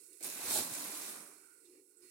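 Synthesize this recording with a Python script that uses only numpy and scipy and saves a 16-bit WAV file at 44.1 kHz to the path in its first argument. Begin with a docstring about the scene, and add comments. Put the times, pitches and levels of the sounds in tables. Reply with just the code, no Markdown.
"""A ceiling fan drones in a small room and a foil balloon rustles faintly, mostly to the right, throughout.
After a few early snaps a blade catches the balloon: clustered grains make the crinkle of the foil,
short noise bursts its snaps, filtered grains the rub of the skin, and noise and decaying sines the
boom of the gas inside. As this dies away, two small ticks sound and the fan's low drone of coloured
noise is joined by a wavering sine hum."""
import sys
import numpy as np
from scipy import signal
from scipy.fft import rfft, irfft
from scipy.io import wavfile

SR = 44100
rng = np.random.default_rng(int(sys.argv[2]) if len(sys.argv) > 2 else 0)


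def file_out(sig):
    """Save sig as 16-bit WAV at sys.argv[1]."""
    # one column per channel
    cols = np.atleast_2d(sig).T
    # limit, then scale
    lim = np.clip(cols, -1, 1)
    pcm = np.round(lim * 32767).astype(np.int16)
    wavfile.write(sys.argv[1], SR, pcm)


N = 92610
TIME = np.arange(N) / SR  # s
FREQ = np.arange(N // 2 + 1) * SR / N  # Hz
SIDES = np.array([[1], [-1]])  # left, right

# Level curves [t/s, level/dB]; HOLLOWS later dips the fan, rustle and balloon layers
# drone of the fan
DRONE_LEVEL = [(0, -71), (.14, -70.5), (.185, -78.5), (.9, -74.5), (1.35, -71), (1.54, -77.5),
               (1.63, -70.5), (1.675, -70.5), (1.775, -64.5), (1.85, -73.5), (1.885, -74), (1.95, -76.5),
               (2.0, -73.5), (2.045, -66.5), (2.1, -77)]
# swish of the blades
SWISH_LEVEL = [(0, -85.5), (1.37, -79.5), (1.42, -70.5), (1.53, -73.5), (1.64, -83), (1.72, -93),
               (1.85, -99), (1.92, -87.5), (1.97, -85), (2.03, -79.5), (2.1, -86)]
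# rustle of the drifting foil
RUSTLE_LEVEL = [(0, -59), (.19, -61.5), (1.2, -55.5), (1.36, -62), (1.5, -65.5), (1.63, -67.5),
                (1.72, -66.5), (1.85, -70.5), (1.91, -67.5), (1.96, -72), (2.04, -63.5), (2.1, -64)]
# soft brushing of the drifting balloon against the fan
BRUSH_LEVEL = [(0, -71.5), (.07, -80.5), (.136, -72), (.2, -79), (1.2, -72), (1.36, -74.5), (1.5, -80),
               (1.62, -81.5), (1.66, -76.5), (1.78, -74.5), (1.858, -88), (2.0, -86), (2.028, -70.5),
               (2.1, -71.5)]
# crinkle, set by how hard the foil is crumpled
CRUMPLE_LEVEL = [(.18, -100), (.208, -56), (.225, -57), (.233, -58), (.265, -43), (.29, -47), (.38, -47),
                 (.42, -45.5), (.465, -42.5), (.51, -38), (.553, -34.5), (.59, -35.5), (.64, -43),
                 (.69, -48), (.755, -45), (.87, -46), (1.0, -47.5), (1.08, -46.5), (1.17, -54.5),
                 (1.28, -67.5), (1.42, -110), (1.7, -100)]
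# blade rubbing over the skin
RUB_LEVEL = [(.205, -105), (.212, -73), (.226, -66), (.245, -52.5), (.27, -54), (.36, -56.5), (.41, -51),
             (.45, -51.5), (.50, -47), (.585, -48.5), (.635, -49), (.69, -54.5), (.77, -51), (.92, -53.5),
             (1.06, -54.5), (1.17, -56), (1.33, -67), (1.42, -76.5), (1.52, -87.5), (1.7, -105)]
# body of the balloon being pushed about
PUSH_LEVEL = [(.212, -104), (.235, -66), (.30, -62.5), (.38, -73), (.44, -70), (.50, -55.5), (.56, -62),
              (.605, -58), (.658, -62), (.70, -63), (.78, -66), (.87, -61.5), (.96, -79), (1.07, -80),
              (1.18, -68.5), (1.33, -86), (1.5, -106)]
# low bass as the whole balloon sways
SWAY_LEVEL = [(.2, -105), (.25, -96), (.342, -88), (.38, -86), (.44, -71), (.54, -66.5), (.608, -58.5),
              (.658, -77), (.716, -79), (.79, -85), (.96, -89), (1.09, -100), (1.4, -115)]

# Relative spectra [f/Hz, level/dB]
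# drone of the fan
FAN_SPECTRUM = [(25, -59), (65, -33), (150, -36), (220, -25), (270, -12.5), (310, -2), (340, -4.5),
                (362, -3), (392, -3), (470, -8.5), (540, -16.5), (620, -36), (750, -35.5), (840, -23),
                (960, -40), (2000, -37), (6000, -57)]
# air noise of the blades
BLADE_AIR_SPECTRUM = [(500, -40), (1000, -16), (1250, -19), (1380, 0), (1500, 1.5), (1680, -24),
                      (2050, -12.5), (2700, -17.5), (4000, -36)]
# loose foil stirring
LOOSE_FOIL_SPECTRUM = [(1000, -53), (2700, -25), (3400, -22.5), (4200, -16.5), (5000, -14), (6300, -15.5),
                       (7100, -11.5), (8900, -5.5), (10500, -4), (12500, -12.5), (15500, -12)]
# balloon brushing the fan
BRUSH_SPECTRUM = [(500, -22.5), (750, -34), (1100, -2.5), (1650, -11), (1950, 3.5), (2170, 1), (2370, 3.5),
                  (2520, -2), (2700, 2), (3050, -9.5), (3450, -10), (3700, 2), (3950, -7), (4220, 6.5),
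                  (4650, -4.5), (5000, 0.5), (5450, -4), (6100, -18), (6700, -1), (9000, -27.5),
                  (15000, -27)]
# snapping creases
SNAP_SPECTRUM = [(1500, -43), (4000, -9), (6500, -5.5), (8500, 2), (10000, 2), (12000, -6.5), (15500, -10)]
# crumpled foil
FOIL_SPECTRUM = [(1200, -26), (2500, -10), (3150, -10.5), (3650, -6), (4100, -4.5), (4800, -6.5),
                 (6100, -6.5), (7400, -2), (8650, -1), (10200, -0.5), (12000, -3.5), (15500, -8)]
# rubbed skin
SKIN_SPECTRUM = [(50, -38), (120, -31), (200, -7), (295, -2), (420, -2), (630, -4.5), (760, -3.5),
                 (870, -3), (1020, -3.5), (1270, -5), (1500, -4), (1750, -6.5), (2400, -5.5), (2850, -12),
                 (3400, -14), (3900, -14), (6000, -10), (15000, -26)]
# body of the balloon
BODY_SPECTRUM = [(50, -30), (100, -13.5), (140, -7.5), (210, 1.5), (320, -6.5), (800, -61)]
# swaying of the whole balloon
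SWAY_SPECTRUM = [(25, -28), (45, -17), (60, -16), (82, 6), (105, 7), (150, -34), (400, -70)]
# short scrape of the blade
GRAZE_SPECTRUM = [(150, -25), (300, 3.5), (650, 4.5), (1100, -19), (1500, -2), (1850, -11), (2350, 7.5),
                  (3300, -34), (4200, -5), (4800, -17), (5500, -12), (6500, -17), (15000, -28)]
# juddering skin under the hardest shove
SHOVE_SPECTRUM = [(60, -48), (150, -2), (230, -15), (350, 4.5), (480, 0.5), (630, 5), (750, -2),
                  (860, 10.5), (1000, -15), (1500, 0), (1800, -8), (5000, -48)]

# Stereo
# likeness of left and right [f/Hz, correlation]
LIKENESS = [(30, .82), (65, .92), (150, .95), (300, .9), (480, .7), (750, .25), (1500, .08), (4000, 0),
            (15000, 0)]
# balance of the nearer sounds [f/Hz, left minus right level/dB]
NEAR_BALANCE = [(100, 0), (300, .4), (700, .3), (1200, 0), (3000, 0), (5500, -3.6), (9000, -6.5),
                (15000, -2.2)]
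# balance of rustle and swish, right in the treble [f/Hz, left minus right level/dB]
FAR_BALANCE = [(300, 31), (1500, -8), (4000, -5), (8000, -25.5), (15000, -9.5)]

# Events
# creases snapping over [t/s, level/dB before SNAP_DB and colouring, left minus right level/dB, decay/s]
SNAPS = [(.0438, -49, 8, .002), (0.1304, -43, -8, 0.0054), (.179, -53, -14, .002),
         (.2085, -45, -16, 0.0022), (0.2274, -29.5, -16, 0.0035), (0.235, -21.5, 0, 0.0026),
         (0.245, -20, -10, 0.0013), (.2486, -17, 1, 0.00059), (0.3, -29.5, -10, 0.0033),
         (0.472, -38, 1, .002), (.4983, -36, -8, .002), (0.508, -18, -2, 0.0025), (0.548, -21, 3, .003),
         (0.738, -23, -8, .003), (0.7511, -16, 0, 0.00086), (1.6527, -58, -28, 0.0034)]
# blade bumping the balloon, pitched by its squeeze [t/s, level/dB before BUMP_DB and fade, nominal f/Hz]
BUMPS = [(.207, -54.5, 334), (.258, -51, 356), (.451, -47.5, 493), (0.486, -53, 154), (.574, -40, 367.3),
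         (.594, -46.5, 236), (.712, -50, 136), (.85, -57, 203), (.929, -51.5, 304), (1.035, -57, 376)]
# modes of the gas-filled skin [multiple of nominal f, level/dB]
BUMP_MODES = [(0.999, 0), (1.6, -22), (2.3, -17.5)]
# first graze of the blade (start t/s, end t/s, level/dB before HOLLOWS)
GRAZE = (0.209, 0.236, -60)
# taut panels of foil rasping [start t/s, end t/s, level/dB, f/Hz, half-width/Hz]
RASPS = [(0.28, .43, -62, 2620, 219), (0.48, 0.575, -55, 4270, 260), (.535, 0.58, -46, 8500, 700),
         (0.873, 1.19, -65.5, 1260, 170)]
# hardest shove of the blade (start t/s, end t/s, level/dB)
SHOVE = (0.57, 0.591, -46)
# small pitched ticks [t/s, level/dB before TICK_DB and fade, f/Hz, left minus right level/dB]
TICKS = [(1.648, -70, 3720, -3), (1.969, -57.5, 8060, -24)]
# hum joining the drone as the blades pass [start t/s, end t/s, nominal level/dB]
HUMS = [(1.668, 1.76, -65.5), (2.037, 2.032, -63.5)]
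# fixed narrow dips filtered into the fan, rustle, balloon and graze layers [f/Hz, width/Hz, level/dB]
HOLLOWS = [(3064, 72, -5.5), (3450, 77, -17), (3900, 70, -5), (4800, 130, -3), (6280, 190, -1.5)]

# Settings; the spread scatters the grain levels exponentially
RUSTLES_PER_S, RUSTLE_SPREAD_DB = 4900, -0.5
CREASES_PER_S, CREASE_SPREAD_DB = 6000, -0.5
SLIPS_PER_S, SLIP_SPREAD_DB = 2200, 2
BRUSH_PATCHY_DB, BRUSH_PATCHY_HZ = 1.8, 18
CRINKLE_PATCHY_DB, CRINKLE_PATCHY_HZ = 1.5, 57
FLUTTER_DB, FLUTTER_HZ = -0.5, 78
ROOM_T60_S, ROOM_DB = 0.25, 1
SNAP_DB, SNAP_ROOM_DB = -6.5, -0.5
CAVITY_HZ, CAVITY_HALF_WIDTH_HZ, CAVITY_DB = 295, 26, -12.5  # level relative to RUB_LEVEL
BUMP_RISE_S, BUMP_DECAY_S, BUMP_DB, BUMP_ROOM_DB = 0.0035, 0.016, 2.5, -10.5
BUMP_LOW_CUT_HZ = 115
GRAZE_RISE_DB_PER_S, GRAZE_FALL_DB_PER_S = 2500, 600
RASP_RISE_DB_PER_S, RASP_FALL_DB_PER_S = 250, 81
SHOVE_RISE_DB_PER_S, SHOVE_FALL_DB_PER_S = 146, 262
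TICK_RISE_S, TICK_DECAY_S, TICK_WIDTH_HZ, TICK_DB = 0.0022, 0.019, 550, -3.5
HUM_HZ, HUM_WANDER_HZ = 363, 8.95
HUM_RISE_DB_PER_S, HUM_FALL_DB_PER_S = 504, 158
CUTOFF_HZ = 15850


def from_db(db):
    """Logarithmic level: decibels to amplitude ratio."""
    return 10 ** (np.asarray(db) / 20)


def level(curve):
    """Amplitude envelope: gain interpolated in decibels over time."""
    return from_db(np.interp(TIME, *np.transpose(curve)))


def swell(start, end, db, rise_db_per_s, fall_db_per_s):
    """Exponential growth and decay: straight decibel slopes before start and after end."""
    before = np.maximum(start - TIME, 0)
    after = np.maximum(TIME - end, 0)
    return from_db(db - rise_db_per_s * before - fall_db_per_s * after)


def strike(start, rise_s, decay_s):
    """Struck resonance: a quick build-up followed by exponential decay."""
    age = np.maximum(TIME - start, 0)
    return (1 - np.exp(-age / rise_s)) * np.exp(-age / decay_s)


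def wander(cutoff_hz):
    """Low-pass noise: a smooth random curve of standard deviation 1."""
    low_pass = signal.butter(2, np.clip(cutoff_hz, 2, 2000), fs=SR, output="sos")
    slow = signal.sosfilt(low_pass, rng.standard_normal(2 * N))[N:]  # skip the settling
    return slow / slow.std()


def noise_pair():
    """Statistical independence: unrelated white noise at the two ears."""
    return rng.standard_normal((2, N))


def at_bins(points):
    """Logarithmic frequency scale: a table read at every frequency bin."""
    hz, value = np.transpose(points)
    return np.interp(np.log(FREQ + 1), np.log(hz), value)


def unit(pair):
    """Normalisation: scale a pair so that its mid signal has rms 1."""
    return pair / np.sqrt(np.mean(pair.mean(0) ** 2) + 1e-20)


def place(pair, spectrum, balance):
    """Interaural correlation: colour two signals, blend them by band and set their balance."""
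    a, b = rfft(pair) * from_db(at_bins(spectrum))
    alike = np.clip(at_bins(LIKENESS), -1, 1)
    common = np.sqrt(1 + alike) * (a + b)
    opposed = np.sqrt(1 - alike) * (a - b)
    lean = from_db(SIDES * at_bins(balance) / 2)
    return irfft((common + SIDES * opposed) / 2 * lean, N)


def room(pair, wet_db):
    """Reverberation: dense, dying reflections of ceiling and walls, different at each ear."""
    t = TIME[:N // 4]
    tail = rng.standard_normal((2, len(t))) * from_db(-60 * t / ROOM_T60_S)
    tail /= np.sqrt(np.sum(tail ** 2, axis=1, keepdims=True))
    return pair + from_db(wet_db) * signal.fftconvolve(pair, tail, axes=1)[:, :N]


def grains(per_s, spread_db):
    """Shot noise: one-sample clicks at random times and of random size, heard in the room."""
    born = rng.random(N) < per_s / SR
    sizes = from_db(spread_db * np.minimum(rng.exponential(1, N), 4))
    clicks = born * sizes * rng.uniform(-1.224, 1, (2, N))
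    return room(clicks, ROOM_DB)


def patchy(pair, depth_db, cutoff_hz, count=14):
    """Independent modulation: overlapping bands flicker separately, so the colour keeps changing."""
    centres, spectrum, out = np.geomspace(700, 15000, count), rfft(pair), 0
    for share in np.eye(count):
        weight = at_bins(np.column_stack([centres, share]))
        band = irfft(spectrum * weight, N)
        out = out + band * from_db(depth_db * wander(cutoff_hz))
    return out


def hollowed(pair):
    """Band rejection: fixed narrow dips leave a sound banded and hollow."""
    dips = sum(db * np.exp(-((FREQ - centre_hz) / width_hz) ** 2) for centre_hz, width_hz, db in HOLLOWS)
    return irfft(rfft(pair) * from_db(dips), N)


def fan():
    """Aerodynamic noise: coloured noise gives a hollow drone and the thin swish of the blades."""
    drone = level(DRONE_LEVEL) * unit(place(noise_pair(), FAN_SPECTRUM, NEAR_BALANCE))
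    swish = level(SWISH_LEVEL) * unit(place(noise_pair(), BLADE_AIR_SPECTRUM, FAR_BALANCE))
    return drone + swish


def rustle():
    """Superposed impulses: foil stirs in the draught and brushes lightly, mostly to the right."""
    stirs = grains(RUSTLES_PER_S, RUSTLE_SPREAD_DB)
    stir = level(RUSTLE_LEVEL) * unit(place(stirs, LOOSE_FOIL_SPECTRUM, FAR_BALANCE))
    touches = patchy(grains(per_s=2500, spread_db=-0.3), BRUSH_PATCHY_DB, BRUSH_PATCHY_HZ)
    brush = level(BRUSH_LEVEL) * unit(place(touches, BRUSH_SPECTRUM, FAR_BALANCE))
    return stir + brush


def snaps():
    """Snap-through buckling: large creases give way in bright, decaying noise bursts."""
    force = np.zeros((2, N))
    for start, db, pan_db, decay_s in SNAPS:
        age = TIME - start
        fade = (age >= 0) * np.exp(-np.abs(age) / decay_s)
        force += from_db(db + SNAP_DB + SIDES * pan_db / 2) * fade
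    noise = rng.uniform(-0.82, 1, (2, N)) * np.sqrt(3)
    bursts = room(force * noise, SNAP_ROOM_DB)
    return irfft(rfft(bursts) * from_db(at_bins(SNAP_SPECTRUM)), N)


def crinkle():
    """Crackling noise: thousands of small creases flip while the blade crumples the foil."""
    flutter = from_db(FLUTTER_DB * wander(FLUTTER_HZ))
    flips = grains(CREASES_PER_S, CREASE_SPREAD_DB)
    creases = patchy(flips, CRINKLE_PATCHY_DB, CRINKLE_PATCHY_HZ)
    return level(CRUMPLE_LEVEL) * unit(flutter * place(creases, FOIL_SPECTRUM, NEAR_BALANCE))


def balloon():
    """Stick-slip friction: the skin rubs in grains; noise gives the boom and sway of the body."""
    slips = patchy(grains(SLIPS_PER_S, SLIP_SPREAD_DB), depth_db=1.5, cutoff_hz=53)
    skin = level(RUB_LEVEL) * unit(place(slips, SKIN_SPECTRUM, NEAR_BALANCE))
    body = level(PUSH_LEVEL) * unit(place(noise_pair(), BODY_SPECTRUM, NEAR_BALANCE))
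    sway = level(SWAY_LEVEL) * unit(place(noise_pair(), SWAY_SPECTRUM, NEAR_BALANCE))
    return skin + body + sway


def cavity():
    """Cavity resonance: the gas sings as narrow-band noise whose level follows the rub."""
    resonance = 1 / (1 + ((FREQ - CAVITY_HZ) / CAVITY_HALF_WIDTH_HZ) ** 2)
    ring = irfft(rfft(rng.standard_normal(N)) * resonance, N)
    return level(RUB_LEVEL) * from_db(CAVITY_DB) * unit(np.array([ring, ring]))


def bumps():
    """Modal vibration: the blade's soft knocks ring the gas-filled body in decaying sines."""
    out = np.zeros(N)
    for start, db, pitch_hz in BUMPS:
        age = np.maximum(TIME - start, 0)
        fade = strike(start, BUMP_RISE_S, BUMP_DECAY_S)
        for ratio, mode_db in BUMP_MODES:
            mode = np.sin(2 * np.pi * pitch_hz * ratio * age)
            out += from_db(db + mode_db + BUMP_DB) * fade * mode
    high_pass = signal.butter(2, BUMP_LOW_CUT_HZ, "high", fs=SR, output="sos")
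    out = signal.sosfilt(high_pass, out)
    return room(np.array([out, out]), BUMP_ROOM_DB)


def graze():
    """Sliding friction: the blade first scrapes the skin in a short run of coloured grains."""
    gain = swell(*GRAZE, GRAZE_RISE_DB_PER_S, GRAZE_FALL_DB_PER_S)
    slips = grains(SLIPS_PER_S, SLIP_SPREAD_DB)
    return gain * unit(place(slips, GRAZE_SPECTRUM, NEAR_BALANCE))


def rasps():
    """Forced resonance: as the balloon rolls, the slipping blade sets taut panels ringing."""
    out = 0
    for start, end, db, pitch_hz, half_width_hz in RASPS:
        slips = place(grains(per_s=1500, spread_db=1.4), SKIN_SPECTRUM, NEAR_BALANCE)
        resonance = 1 / (1 + ((FREQ - pitch_hz) / half_width_hz) ** 2)
        ring = irfft(rfft(slips) * resonance, N)
        out = out + swell(start, end, db, RASP_RISE_DB_PER_S, RASP_FALL_DB_PER_S) * unit(ring)
    return out


def shove():
    """Frictional judder: sparse grains make a hollow rumble where the blade pushes hardest."""
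    gain = swell(*SHOVE, SHOVE_RISE_DB_PER_S, SHOVE_FALL_DB_PER_S)
    return gain * unit(place(grains(per_s=680, spread_db=3.5), SHOVE_SPECTRUM, NEAR_BALANCE))


def ticks():
    """Damped resonance: tight little creases ring briefly as narrow-band noise."""
    out = np.zeros((2, N))
    for start, db, pitch_hz, pan_db in TICKS:
        resonance = 1 / (1 + ((FREQ - pitch_hz) / TICK_WIDTH_HZ) ** 2) ** 2
        ring = irfft(rfft(noise_pair()) * resonance, N)
        fade = strike(start, TICK_RISE_S, TICK_DECAY_S)
        out += from_db(db + TICK_DB) * fade * unit(ring * from_db(SIDES * pan_db / 2))
    return out


def hum():
    """Frequency modulation: a low sine of the fan swells and fades with unsteady pitch."""
    pitch_hz = HUM_HZ + HUM_WANDER_HZ * wander(cutoff_hz=26.7)
    phase = 2 * np.pi * np.cumsum(pitch_hz) / SR
    gain = sum(swell(*row, HUM_RISE_DB_PER_S, HUM_FALL_DB_PER_S) for row in HUMS)
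    return np.sqrt(2) * np.sin(phase) * gain  # sqrt(2) gives the sine rms 1


def scene():
    """Superposition: the sounds of fan and balloon add."""
    banded = hollowed(fan() + rustle() + balloon() + graze())
    foil = snaps() + crinkle() + rasps() + ticks()
    body = cavity() + bumps() + shove()
    return banded + foil + body + hum()


def record(dry):
    """Low-pass filtering: the top is cut steeply."""
    low_pass = signal.ellip(12, .1, 80, CUTOFF_HZ, fs=SR, output="sos")
    return signal.sosfilt(low_pass, dry)


dry = scene()
out = record(dry)
file_out(out)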